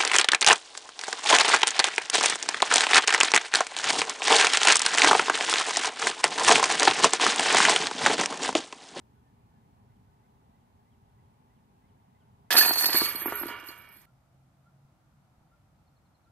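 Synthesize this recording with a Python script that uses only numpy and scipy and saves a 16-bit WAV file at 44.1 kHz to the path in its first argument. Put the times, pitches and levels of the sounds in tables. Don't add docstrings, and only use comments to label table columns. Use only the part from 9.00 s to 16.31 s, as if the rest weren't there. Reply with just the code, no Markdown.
import sys
import numpy as np
from scipy import signal
from scipy.fft import rfft, irfft, next_fast_len
from scipy.io import wavfile
from scipy.ndimage import uniform_filter1d

SR = 44100
rng = np.random.default_rng(int(sys.argv[2]) if len(sys.argv) > 2 else 0)


def transcribe(signal):
    frames = np.atleast_2d(signal).T
    limited = np.clip(frames, -1, 1)
    pcm = np.round(limited * 32767).astype(np.int16)
    wavfile.write(sys.argv[1], SR, pcm)


def gain_from_decibels(decibels):
    exponent = np.asarray(decibels, float) / 20
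    return 10 ** exponent


N = 322371

HIT_S, CUT_S = 3.5045, 5.057


def unit(x):
    return x / np.sqrt(np.mean(x ** 2))


def walk(rate):
    held = int(SR / rate)
    levels = np.repeat(rng.standard_normal(N // held + 1), held)
    return 2.0 * uniform_filter1d(levels, held)[:N]


def peaks_db(t, rows, rise_db_s, fall_db_s):
    power = 0
    for s, db in rows:
        slope_db = np.minimum(rise_db_s * (t - s), fall_db_s * (s - t))
        power = power + gain_from_decibels(2 * (db + slope_db))
    return 10 * np.log10(power + 1e-30)


def ring(x, modes, detune=1, pitches=None):
    out = 0
    if pitches is not None:
        modes = [(hz, *mode) for hz, mode in zip(pitches, modes)]
    for hz, db, t60 in modes:
        turn = 2 * np.pi * hz * detune / SR
        fade = np.exp(-np.log(1000) / (max(t60, .004) * SR))
        strength = gain_from_decibels(db) * np.sin(turn)
        out = out + signal.lfilter([0, strength], [1, -2 * fade * np.cos(turn), fade ** 2], x)
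    return out


def place(x, lag, pan_db):
    shadow_hz = 1094.6
    size = next_fast_len(len(x))
    hz = np.fft.rfftfreq(size, 1 / SR)
    shade_db = pan_db / 2 * hz ** 2 / (hz ** 2 + shadow_hz ** 2)
    left = gain_from_decibels(shade_db) * np.exp(-1j * np.pi * hz * lag / SR)
    return irfft(rfft(x, size) * np.array([left, 1 / left]), size)[:, :len(x)]


def echo(x, t60, hz):
    t = np.arange(SR) / SR
    tail = rng.standard_normal((2, SR)) * np.exp(-np.log(1000) * t / t60) * np.clip(t / 0.0049, 0, 1)
    tail = signal.lfilter(*signal.butter(N=1, Wn=hz, fs=SR), tail)
    return signal.fftconvolve(x, unit(tail) / np.sqrt(SR), axes=1)[:, :x.shape[1]]


def blows(s, size, count):
    index = np.round((s - HIT_S) * SR).astype(int)
    return np.bincount(np.clip(index, 0, count - 1), size, count)


def hail(rate, spread_db, count):
    met = rng.random(count) < rate / SR
    size = gain_from_decibels(spread_db * rng.exponential(size=count))
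    return unit(met * size * rng.choice([-1, 1], count))


def push(ms):
    bump = np.exp(-.5 * ((np.arange(96) - 24) / (ms * SR / 4000)) ** 2)
    return bump / bump.sum()


def far(spectrum, db, lag, alike_hz, swell_db, flicker_db):
    size = next_fast_len(N)
    hz = np.fft.rfftfreq(size, 1 / SR) + 1
    one, left, right = rfft(rng.standard_normal((3, size)))
    share = .93 / (1 + (hz / alike_hz) ** 2)
    delay = np.array([np.exp(-2j * np.pi * hz * lag / SR), np.ones(len(hz))])
    pair = np.sqrt(share) * one * delay + np.sqrt(1 - share) * np.array([left, right])
    table_hz, table_db = np.transpose(spectrum)
    pair *= gain_from_decibels(np.interp(np.log(hz), np.log(table_hz), table_db))
    swell, octave = walk(.7), np.clip(np.log2(hz / 40), 0, 7)
    out = 0
    for k in range(8):
        moving_db = (swell_db * swell + flicker_db * walk(4.3)) * (1 - k / 7)
        band = pair * np.clip(1 - abs(octave - k), 0, 1)
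        out = out + gain_from_decibels(moving_db) * irfft(band, size)[:, :N]
    return unit(out) * gain_from_decibels(db)


def wood_air():
    # pitch in Hz, level in dB per Hz
    wood_tone = [(15, -48), (25, -24.5), (48, -7), (114, 0.5), (145, -4), (236, -5.5), (335, -18.5),
                 (405, -16), (560, -21), (863, -11), (1260, -24), (1480, -26.5), (5280, -38.5),
                 (14400, -41), (16000, -48.5)]
    machine = unit(ring(rng.standard_normal(N), [(401.5, 0, 0.17)]))
    return far(wood_tone, -62, 21., 1100.0, 0.92, 1.3) + gain_from_decibels(-81.5) * machine


def far_engine(t):
    # peak time in seconds, peak level in dB
    engine_swell = [
        (5.36, -65),
        (5.8, -67.5),
        (6.8, -70),
    ]
    hz = 128. + 12. * (t - CUT_S) + .8 * walk(4.0)
    size = gain_from_decibels(-78.5) + gain_from_decibels(peaks_db(t, engine_swell, 39, 39))
    size = size * np.clip((6.93 - t) / 0.045, .15, 1)
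    return size * gain_from_decibels(2.2 * walk(11.0)) * np.sin(np.cumsum(hz) * 2 * np.pi / SR)


def footsteps():
    # start in seconds, peak level in dB, pitch in Hz
    footfalls = [
        (5.85, -49, 127),
        (6.382, -49.5, 127),
        (6.413, -50, 144),
    ]
    out = np.zeros(N)
    for s, db, hz in footfalls:
        blow = 1. * (np.arange(N) == int(s * SR))
        out += gain_from_decibels(db) * ring(blow, [(hz, 0, .03)])
    return out


def lawn_air(t):
    # pitch in Hz, level in dB per Hz
    lawn_tone = [(15, -56), (25, -62), (43, -11.5), (134, -6), (229, -14.5), (344, -18.5), (384, -27.5),
                 (754, -18.5), (1100, -25), (1370, -23.5), (1610, -31.5), (1940, -32.5), (2990, -37.5),
                 (14400, -45), (16000, -53)]
    return far(lawn_tone, -65, 0.91, 700.0, 0.42, 1.0) + far_engine(t) + footsteps()


def birds():
    # start in seconds, length in seconds, first pitch in Hz, last pitch in Hz
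    pair_notes = [
        (.886, .055, 1880, 2170),
        (.945, .046, 3650, 2600),
    ]
    # rising note in dB, falling note in dB
    verse_levels = [(-89, -95), (-87, -93), (-86, -94), (-88, -91), (-87, -90), (-86, -91), (-87, -88),
                    (-87, -89), (-87, -99)]
    # start in seconds, length in seconds, first pitch in Hz, last pitch in Hz, level in dB
    single_notes = [(.101, 0.21, 3300, 3320, -101), (.235, 0.1, 1820, 1740, -88),
                    (.5, 0.117, 1860, 1610, -88.5), (.87, 0.056, 1490, 1485, -85.5),
                    (1.06, 0.058, 1505, 1490, -87), (.14, 0.055, 1480, 1480, -90),
                    (.385, 0.036, 2310, 2450, -92), (.5, 0.055, 1470, 1510, -87),
                    (.635, .04, 1990, 2150, -95), (1.22, .06, 1450, 1530, -88),
                    (1.63, .04, 1505, 1470, -88), (2.95, 0.042, 1645, 1630, -91),
                    (2.08, 0.038, 1490, 1480, -86), (3.19, 0.059, 1495, 1454, -88)]
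    # length in seconds, first pitch in Hz, last pitch in Hz
    hoot_shape = (0.044, 1340, 1400)
    # start in seconds, level in dB
    hoot_times = [(5.06, -76), (5.648, -72.5), (6.51, -74), (7.258, -77)]
    trill_levels = [-92, -88, -86.5, -87, -85, -86.5]

    rows = list(single_notes) + [(s, *hoot_shape, db) for s, db in hoot_times]
    for k, verse in enumerate(verse_levels):
        for (s, *shape), db in zip(pair_notes, verse):
            rows.append((s + k * .321, *shape, db))
    notes = []
    for s, length, first_hz, last_hz, db in rows:
        notes.append((s, np.linspace(first_hz, last_hz, int(length * SR)), db))
    crest = .35
    hook = ((np.linspace(0, 1, int(.026 * SR)) - crest) / (1 - crest)) ** 2
    for k, db in enumerate(trill_levels):
        notes.append((6.773 + k * .0925, 4450. - k * 50 - 810 * hook, db))

    out = np.zeros(N + SR)
    for s, hz, db in notes:
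        i = int(s * SR)
        whistle = np.sqrt(np.hanning(len(hz))) * np.sin(np.cumsum(hz) * 2 * np.pi / SR)
        out[i:i + len(hz)] += gain_from_decibels(db + 7.0) * whistle
    near = place(out[:N] * gain_from_decibels(1.2 * walk(60.)), 0, -1.3)
    return near + gain_from_decibels(-13) * echo(near, 0.4, 3000.)


def motion(t):
    # peak time in seconds, ring in dB, contact ticks in dB
    chain_surges = [(3.512, -46, -37.5), (3.577, -14, -26), (3.66, -28.5, -32), (3.788, -27.5, -31.5),
                    (3.863, -28, -36), (3.967, -22.5, -29.5), (4.04, -27.5, -37.5), (4.2, -32.5, -46),
                    (4.301, -44, -49), (4.397, -35.5, -49), (4.688, -52, -58), (4.82, -61.5, -72),
                    (4.961, -53, -65.5)]
    # time in seconds, effort in dB
    slide_effort = [
        (3.505, -25),
        (3.64, -29.5),
        (3.76, -35.5),
        (3.89, -34),
        (3.953, -28.5),
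        (4.03, -40),
        (4.5, -40),
        (4.72, -52),
        (5.057, -59),
    ]
    s, ring_db, tick_db = np.transpose(chain_surges)
    high = peaks_db(t, list(zip(s, ring_db)), 299, 190.5)
    tick = peaks_db(t, list(zip(s, tick_db)), 299, 117.5)
    low = high + 4 + np.clip(147 * (4.06 - t), -15.5, 0)
    return gain_from_decibels([high, low, tick, np.interp(t, *np.transpose(slide_effort))])


def disc_knocks():
    # start in seconds, face in dB, rim in dB, thin edge in dB, hollow body in dB
    caught = [(3.506, -29, -27, -26.5, -37), (3.511, -29.5, -27, -27, -39),
              (3.5252, -25, -21, -23.5, -38.5), (3.541, -18.5, -30, -34.5, -38),
              (3.549, -27.5, -21, -32.5, -29.5), (3.5532, -14, -22, -24.5, -36),
              (3.566, -19.5, -20, -18.5, -29.5), (3.579, -21, -19, -18.5, -38),
              (3.584, -20, -26, -18.5, -36.5), (3.589, -22, -25.5, -22, -35.5),
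              (3.611, -30, -20.5, -24.5, -39.5), (3.625, -23.5, -28, -28, -39),
              (3.633, -26, -22, -25.5, -43.5), (3.649, -21.5, -25.5, -22, -39),
              (3.681, -25, -27.5, -35, -42), (3.694, -21.5, -29, -39.5, -29), (3.707, -19, -27, -32, -33),
              (3.731, -35, -36, -40, -44), (3.759, -25, -33.5, -36.5, -47), (3.771, -27.5, -33, -42, -36.5),
              (3.796, -39, -30.5, -37, -50), (3.81, -27.5, -25, -36.5, -37.5),
              (3.823, -33, -30, -52.5, -46), (3.837, -24, -27.5, -39.5, -35.5), (3.842, -29, -20, -34, -39),
              (3.862, -23, -25.5, -49, -32), (3.888, -29, -30, -39.5, -36),
              (3.896, -18.5, -27.5, -33.5, -42), (3.929, -32.5, -39, -30, -46.5),
              (3.952, -27.5, -23, -44.5, -38.5), (3.977, -32, -32, -34.5, -43.5),
              (4.009, -41, -26.5, -40.5, -50), (4.058, -38, -29.5, -31, -50), (4.111, -47, -31, -35.5, -46)]
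    # start in seconds, face in dB, hollow body in dB
    bounces = [(3.659, -24, -27), (3.944, -22, -21), (4.016, -21, -23), (4.081, -32, -47),
               (4.147, -35.5, -32), (4.217, -39, -35.5), (4.258, -20, -27.5), (4.2803, -24, -28),
               (4.2835, -24, -52), (4.3226, -21.5, -44), (4.3263, -26.5, -27), (4.413, -29.5, -31),
               (4.433, -21.5, -26.5), (4.456, -31.5, -28), (4.487, -28, -47), (4.507, -36.5, -38.5),
               (4.539, -36.5, -45), (4.568, -39, -55.5), (4.631, -44, -46), (4.715, -41.5, -56),
               (4.592, -42.5, -47), (4.688, -41, -45), (4.705, -41, -50), (4.963, -49, -57)]
    flat = [(s, face, face - 14.5, face - 24, body) for s, face, body in bounces]
    return np.transpose(list(caught) + flat)


def rim_rings(n):
    # start in seconds, level in dB, pitch in Hz, time to fade by 60 dB in seconds
    rim_notes = [(3.5054, -22, 1713, .09), (3.5264, -18.5, 1930, .03), (3.5484, -21.5, 1840, .05),
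                 (3.5523, -17, 1800, .05), (3.581, -18.5, 2630, .03), (3.599, -25.5, 1810, .05),
                 (3.6101, -11, 1730, .062), (3.6324, -22.5, 1810, .07), (3.634, -26.5, 2485, .12),
                 (3.648, -23, 2570, .04), (3.6581, -22.5, 1805, .04), (3.68, -28, 1800, .05),
                 (3.73, -35, 1770, .1), (3.7594, -33, 1880, .05), (3.8222, -26, 1780, .06),
                 (3.8412, -28, 1770, .04), (3.8641, -30, 1860, .04), (3.8954, -27.5, 1930, .05),
                 (3.93, -28, 1760, .06), (3.9519, -25.5, 1880, .05), (3.955, -34, 2270, .3),
                 (3.975, -28, 1794, .08), (4.0597, -26, 1840, .04), (4.061, -37, 2650, .03),
                 (4.0744, -28, 2270, .04), (4.0894, -33, 2070, .04), (4.2168, -30, 1730, .04)]
    out, t = np.zeros(n + SR // 4), np.arange(SR // 4) / SR
    for s, db, hz, t60 in rim_notes:
        shape = (1 - np.exp(-t / 0.0018)) * np.exp(-np.log(1000) * t / t60)
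        i = int((s - HIT_S) * SR)
        out[i:i + len(t)] += gain_from_decibels(db - 2) * shape * np.sin(2 * np.pi * hz * t)
    return out[:n]


def tray(face, rub, landed):
    wire_pitches = [352, 416, 956, 1030, 1162, 1177, 1290, 1314, 1335, 1418, 1445, 1502, 1696, 1730, 1793,
                    1870, 1982, 2067, 2113, 2170, 2231, 2272, 2350, 2386, 2554, 2765, 2815, 2877, 2922,
                    2969, 3195, 3280, 3671, 1402, 2205, 2412, 2745, 2900, 3150, 3175, 3415, 2785, 3045,
                    1148, 1192]
    # level in dB, time to fade by 60 dB in seconds
    wire_rings = [(-15, .4), (-13, 0.57), (-12.5, 0.86), (-15.5, 1.2), (-13.5, 1.2), (-6, .75),
                  (-12.5, 1.4), (-6, .8), (-14.5, 1.3), (-9, 1.2), (-8.5, 1.), (-9.5, 1.2), (-13, 0.89),
                  (-12, 1.5), (-14, 3), (-9, 1.2), (-12.5, 1.), (-9, 0.83), (-6, 0.94), (-9.5, .5),
                  (-4.5, 1.3), (-3.5, 0.94), (-9.5, 0.69), (-6, 1.8), (-17.5, 0.73), (-11.5, 0.87),
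                  (-6.5, 1), (-7, .85), (-11.5, 0.68), (-10, 0.85), (-16, 1.2), (-12, 1), (-17, 1.),
                  (-10, 0.84), (-8.5, .8), (-7.5, .9), (-8.5, .9), (-8, .9), (-10.5, 0.8), (-10.5, .9),
                  (-12.5, .9), (-9.5, .9), (-12.5, 0.69), (-11, 0.35), (-12, .5)]
    t = np.arange(len(face)) / SR + HIT_S
    force = gain_from_decibels(-24.5) * face + gain_from_decibels(-49.5) * rub
    force = np.where(landed, 1, gain_from_decibels(-14)) * force
    damped_db = -2.5 * np.clip((t - 4.735) / 0.022, 0, 1) + 2.0 * walk(14.27)[:len(t)]
    return gain_from_decibels(damped_db) * place(ring(force, wire_rings, pitches=wire_pitches), -1.4, -7.5)


def disc(scrape):
    # pitch in Hz, level in dB, time to fade by 60 dB in seconds
    body_rings = [(294, -8, 0.04), (338, -1, 0.05), (415, -6, 0.04)]
    scrape_rings = [(820.6, -15.5, 0.004), (1140, -4, 0.016), (1757, 5.5, 0.0073), (2240, 0.5, 0.0033),
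                    (2920, -10.5, 0.011), (3740, -14, .008), (4170, -8, 0.0069)]
    face_pitches = [735, 775, 940, 1120, 1380]
    rim_pitches = [1712, 1755, 1900]
    edge_pitches = [2285, 2520, 2700, 3060, 3280, 3510]
    # level in dB, time to fade by 60 dB in seconds
    face_modes = [(-10, .035), (-4, .035), (-5, .025), (1, 0.0065), (-6.5, .03)]
    rim_modes = [(-5, 0.036), (-9, 0.024), (-6.5, 0.021)]
    edge_modes = [(-5, 0.025), (-3, .06), (0, .03), (-1, 0.035), (-7, 0.046), (-2.5, 0.035)]

    s, face_db, rim_db, edge_db, body_db = disc_knocks()
    n, sign = len(scrape), rng.choice([-1, 1], len(s))

    def knocks(db, ms):
        fading = np.exp(-np.arange(500) / (0.0025 * SR))
        rattle = np.convolve(blows(s, gain_from_decibels(db), n), fading)[:n] * hail(1600.0, 0.82, n)
        return np.convolve(blows(s, sign * gain_from_decibels(db), n) + gain_from_decibels(-19.5) * rattle, push(ms))[:n]

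    face = knocks(face_db, 0.42)
    landed = np.arange(n) / SR + HIT_S > 3.93
    jerk = np.convolve(face, [1, -2, 1], "same")
    slap = np.where(landed, gain_from_decibels(18.5) * face, gain_from_decibels(32.5) * jerk)
    plate = ring(gain_from_decibels(np.where(landed, -25, -5.5)) * face, face_modes, pitches=face_pitches)
    plate = signal.sosfilt(signal.butter(N=3, Wn=700., btype="high", fs=SR, output="sos"), plate)
    body = ring(knocks(body_db, 1.4), body_rings)
    rim = ring(knocks(rim_db - 4.5, 0.14), rim_modes, pitches=rim_pitches) + rim_rings(n)
    edge = ring(knocks(edge_db - 3.5, 0.24), edge_modes, pitches=edge_pitches)
    direct = place(body + plate + slap, -.3, -2.3)
    direct += place(rim, -1.4, -7.5)
    direct += place(edge, -2.5, -8.0)
    rubs = [scrape * hail(800., 1.1, n) for _ in range(2)]
    for rub, shift in zip(rubs, (-1, 1)):
        rubbed = ring(gain_from_decibels(-30.0) * rub, scrape_rings, 1 + 0.093 * shift)
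        direct += place(rubbed, -.6 + 2.7 * shift, -7.0)
    direct += tray(face, rubs[0], landed)
    return direct - gain_from_decibels(-19.5) * np.roll(direct, int(0.0038 * SR), axis=1)


def chains(high, low, tick):
    # start in seconds, ring in dB, snap in dB
    clashes = [(3.506, -30, -14), (3.533, -18, -12), (3.542, -23, -23.5), (3.57, -25, -4),
               (3.583, -2.5, -3), (3.611, -14, -8), (3.624, -19, -12), (3.66, -14, -14), (3.68, -9, -26),
               (3.689, -15.5, -20.5), (3.714, -12, -25), (3.734, -11.5, -15), (3.757, -18, -18),
               (3.785, -20, -28), (3.808, -10.5, -32), (3.84, -12, -18), (3.904, -15, -25),
               (3.93, -23, -15), (3.956, -13, -26), (3.97, -10.5, -27), (4.035, -22, -25),
               (4.055, -34, -20), (4.087, -22, -33), (4.118, -30, -38), (4.156, -13, -25.5),
               (4.195, -49, -31.5), (4.22, -20, -40), (4.258, -20, -38), (4.265, -21, -30),
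               (4.307, -42, -42), (4.324, -21, -46), (4.355, -22, -37), (4.373, -27, -42.5),
               (4.399, -24, -51), (4.431, -36, -47), (4.456, -33, -39.5), (4.467, -25.5, -42),
               (4.485, -37, -32.5), (4.5, -47, -36), (4.5665, -49, -56.5), (4.589, -44, -46),
               (4.6, -41, -39.5), (4.64, -38, -44), (4.6627, -34, -51), (4.671, -36, -44),
               (4.685, -33, -36.5), (4.715, -52, -38), (4.778, -35, -56), (4.787, -36, -60),
               (4.813, -42, -61), (4.855, -57, -61), (4.8883, -39, -50), (4.918, -42, -58.5),
               (4.927, -42, -48), (4.94, -45, -56), (4.952, -53.5, -49), (4.967, -43, -49),
               (4.991, -45, -58), (5.016, -50.5, -46), (5.053, -43, -57)]
    # start in seconds, peak level in dB
    clangs = [(3.5667, -14.5), (3.588, -12.5), (3.625, -26.5), (3.656, -30.5), (3.669, -30), (3.692, -27),
              (3.714, -26), (3.736, -29.5), (3.757, -29), (3.777, -38), (3.786, -22.5), (3.831, -34.5),
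              (3.8434, -16.5), (3.856, -32), (3.886, -29.5), (3.918, -34.5), (3.931, -21), (3.97, -30.5),
              (3.997, -37), (4.012, -30), (4.03, -36), (4.051, -33), (4.095, -39), (4.157, -38.5),
              (4.483, -41), (4.686, -43)]
    low_pitches = [4362, 4520, 4590, 4850, 4090]
    middle_pitches = [5300, 5800, 6300, 6520, 7320, 8210, 9020, 10170, 10900]
    high_pitches = [11430, 11710, 11930, 12250, 12740, 13100, 14050, 14400, 15150]
    # level in dB, time to fade by 60 dB in seconds
    low_modes = [(1.5, .09), (-8.5, 0.11), (-9, 0.11), (-7.5, 0.088), (-14.5, .04)]
    middle_modes = [(-4, .04), (-5, .04), (-6.5, .06), (-6.5, .05), (-9, 0.042), (-9.5, 0.066),
                    (-1.5, 0.063), (-8.5, 0.051), (-10.5, 0.045)]
    high_modes = [(-9, .1), (-1.5, 0.13), (-7, .06), (-12, .04), (-7.5, .15), (-17, .08), (-18, .08),
                  (-20.5, .06), (-22, .04)]

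    out, n, strands = 0, len(high), 12
    s, db, snap_db = np.transpose(clashes)
    struck = rng.integers(0, strands, (len(s), 2))
    clang_s, clang_db = np.transpose(clangs)
    rung = rng.integers(0, strands, len(clang_s))
    slap_band = signal.butter(N=2, Wn=(2960, 5640), btype="band", fs=SR, output="sos")
    for k, side in enumerate(rng.uniform(-0.86, 1, strands)):
        tune = 2 * k / (strands - 1) - 1
        hit = np.any(struck == k, axis=1)
        contact = hail(150., 2.65, n) / np.sqrt(strands)
        graze = unit(rng.standard_normal(128)) / np.sqrt(128)
        clash = np.convolve(blows(s - .001, gain_from_decibels(db) * hit, n), graze)[:n]
        rap = blows(s, gain_from_decibels(snap_db) * hit, n)
        lean_db = 3.5 * rng.standard_normal(len(high_modes))
        leaning = [(mode_db + lean, t60) for (mode_db, t60), lean in zip(high_modes, lean_db)]
        bright_force = gain_from_decibels(-27.5) * contact * high + gain_from_decibels(-13.5) * clash
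        bright = ring(bright_force, leaning, 1 + .008 * tune, high_pitches)
        middle_force = gain_from_decibels(-27.5) * contact * tick + gain_from_decibels(-22.5) * rap
        middle = ring(middle_force, middle_modes, 1 + 0.014 * tune, middle_pitches)
        chatter = rng.standard_normal(600) * np.exp(-np.arange(600) / (0.011 * SR))
        snap_force = gain_from_decibels(-22.5) * contact * tick + gain_from_decibels(-18.5) * rap
        snap = signal.fftconvolve(snap_force, np.diff(chatter))[:n]
        first = gain_from_decibels(-36.5) * contact * np.exp(-np.arange(n) / (0.026 * SR))
        slap = signal.fftconvolve(gain_from_decibels(-28.5) * rap + first, chatter)[:n]
        snap = snap + signal.sosfilt(slap_band, slap)
        clang = np.convolve(blows(clang_s, gain_from_decibels(clang_db - 19.0) * (rung == k), n), chatter[:90])[:n]
        deep = ring(gain_from_decibels(-28) * contact * low + clang, low_modes, 1 + 0.0071 * tune, low_pitches)
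        out = out + place(bright + middle + snap, -3.7 + 3.2 * side, -7.5 + 5 * side)
        out = out + place(deep, -4.4 + 1.3 * side, -3.5)
    return out


def basket():
    # pitch in Hz, level in dB, time to fade by 60 dB in seconds
    pole_rings = [(72.83, 1, 0.59), (117, 5, 0.35)]
    start, end = int(HIT_S * SR), int(CUT_S * SR)
    t = np.arange(start, end) / SR
    high, low, tick, scrape = motion(t)
    low = low * (t > 3.562)
    near = chains(high, low, tick) + disc(scrape)
    near = signal.sosfilt(signal.butter(N=4, Wn=260., btype="high", fs=SR, output="sos"), near)
    near = signal.sosfilt(signal.butter(N=8, Wn=14700., fs=SR, output="sos"), near)
    s, *_, body_db = disc_knocks()
    near += ring(blows(s, gain_from_decibels(body_db - 32.0), len(t)), pole_rings)
    out = np.zeros((2, N))
    echoed = near + gain_from_decibels(-22.5) * echo(near, 0.64, 4500.)
    out[:, start:end] = echoed * np.clip((CUT_S - t) / 0.0017, 0, 1)
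    return out


def scene():
    t = np.arange(N) / SR
    return np.where(t < CUT_S, wood_air(), lawn_air(t)) + basket() + birds()


def mask(x):
    count, width, first = 40, 16, 140
    treble = slice(first, first + count * width)
    z = signal.stft(x, nperseg=2048, noverlap=1024, window="cosine")[2]
    band = z[:, treble].reshape(2, count, width, -1)
    power = np.mean(abs(band) ** 2, axis=(0, 2), keepdims=True)
    index = np.arange(count)[:, None, None]
    depth_db = 27.5 + 9 * uniform_filter1d(rng.standard_normal(power.shape), size=2, axis=3)
    depth_db -= 8 * np.exp(-((index - 8) / 3.5) ** 2)
    depth_db -= 6 * np.clip(index - 33, 0, None)
    depth_db -= 11 * np.exp(-(index - 22) ** 2.)
    top = power.max(axis=1, keepdims=True)
    attack = top > gain_from_decibels(50) * np.roll(top, 2, axis=3)
    kept = attack | (power > top * gain_from_decibels(-2 * depth_db))
    z[:, treble] = (band * kept).reshape(2, count * width, -1)
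    return signal.istft(z, nperseg=2048, noverlap=1024, window="cosine")[1][:, :N]


def band_limit(x):
    return signal.sosfilt(signal.butter(12, 16200, fs=SR, output="sos"), x)


def record(dry):
    ceiling = .84
    rounded = ceiling * np.tanh(dry / ceiling)
    return band_limit(mask(rounded))


dry = scene()
out = record(dry)
transcribe(out)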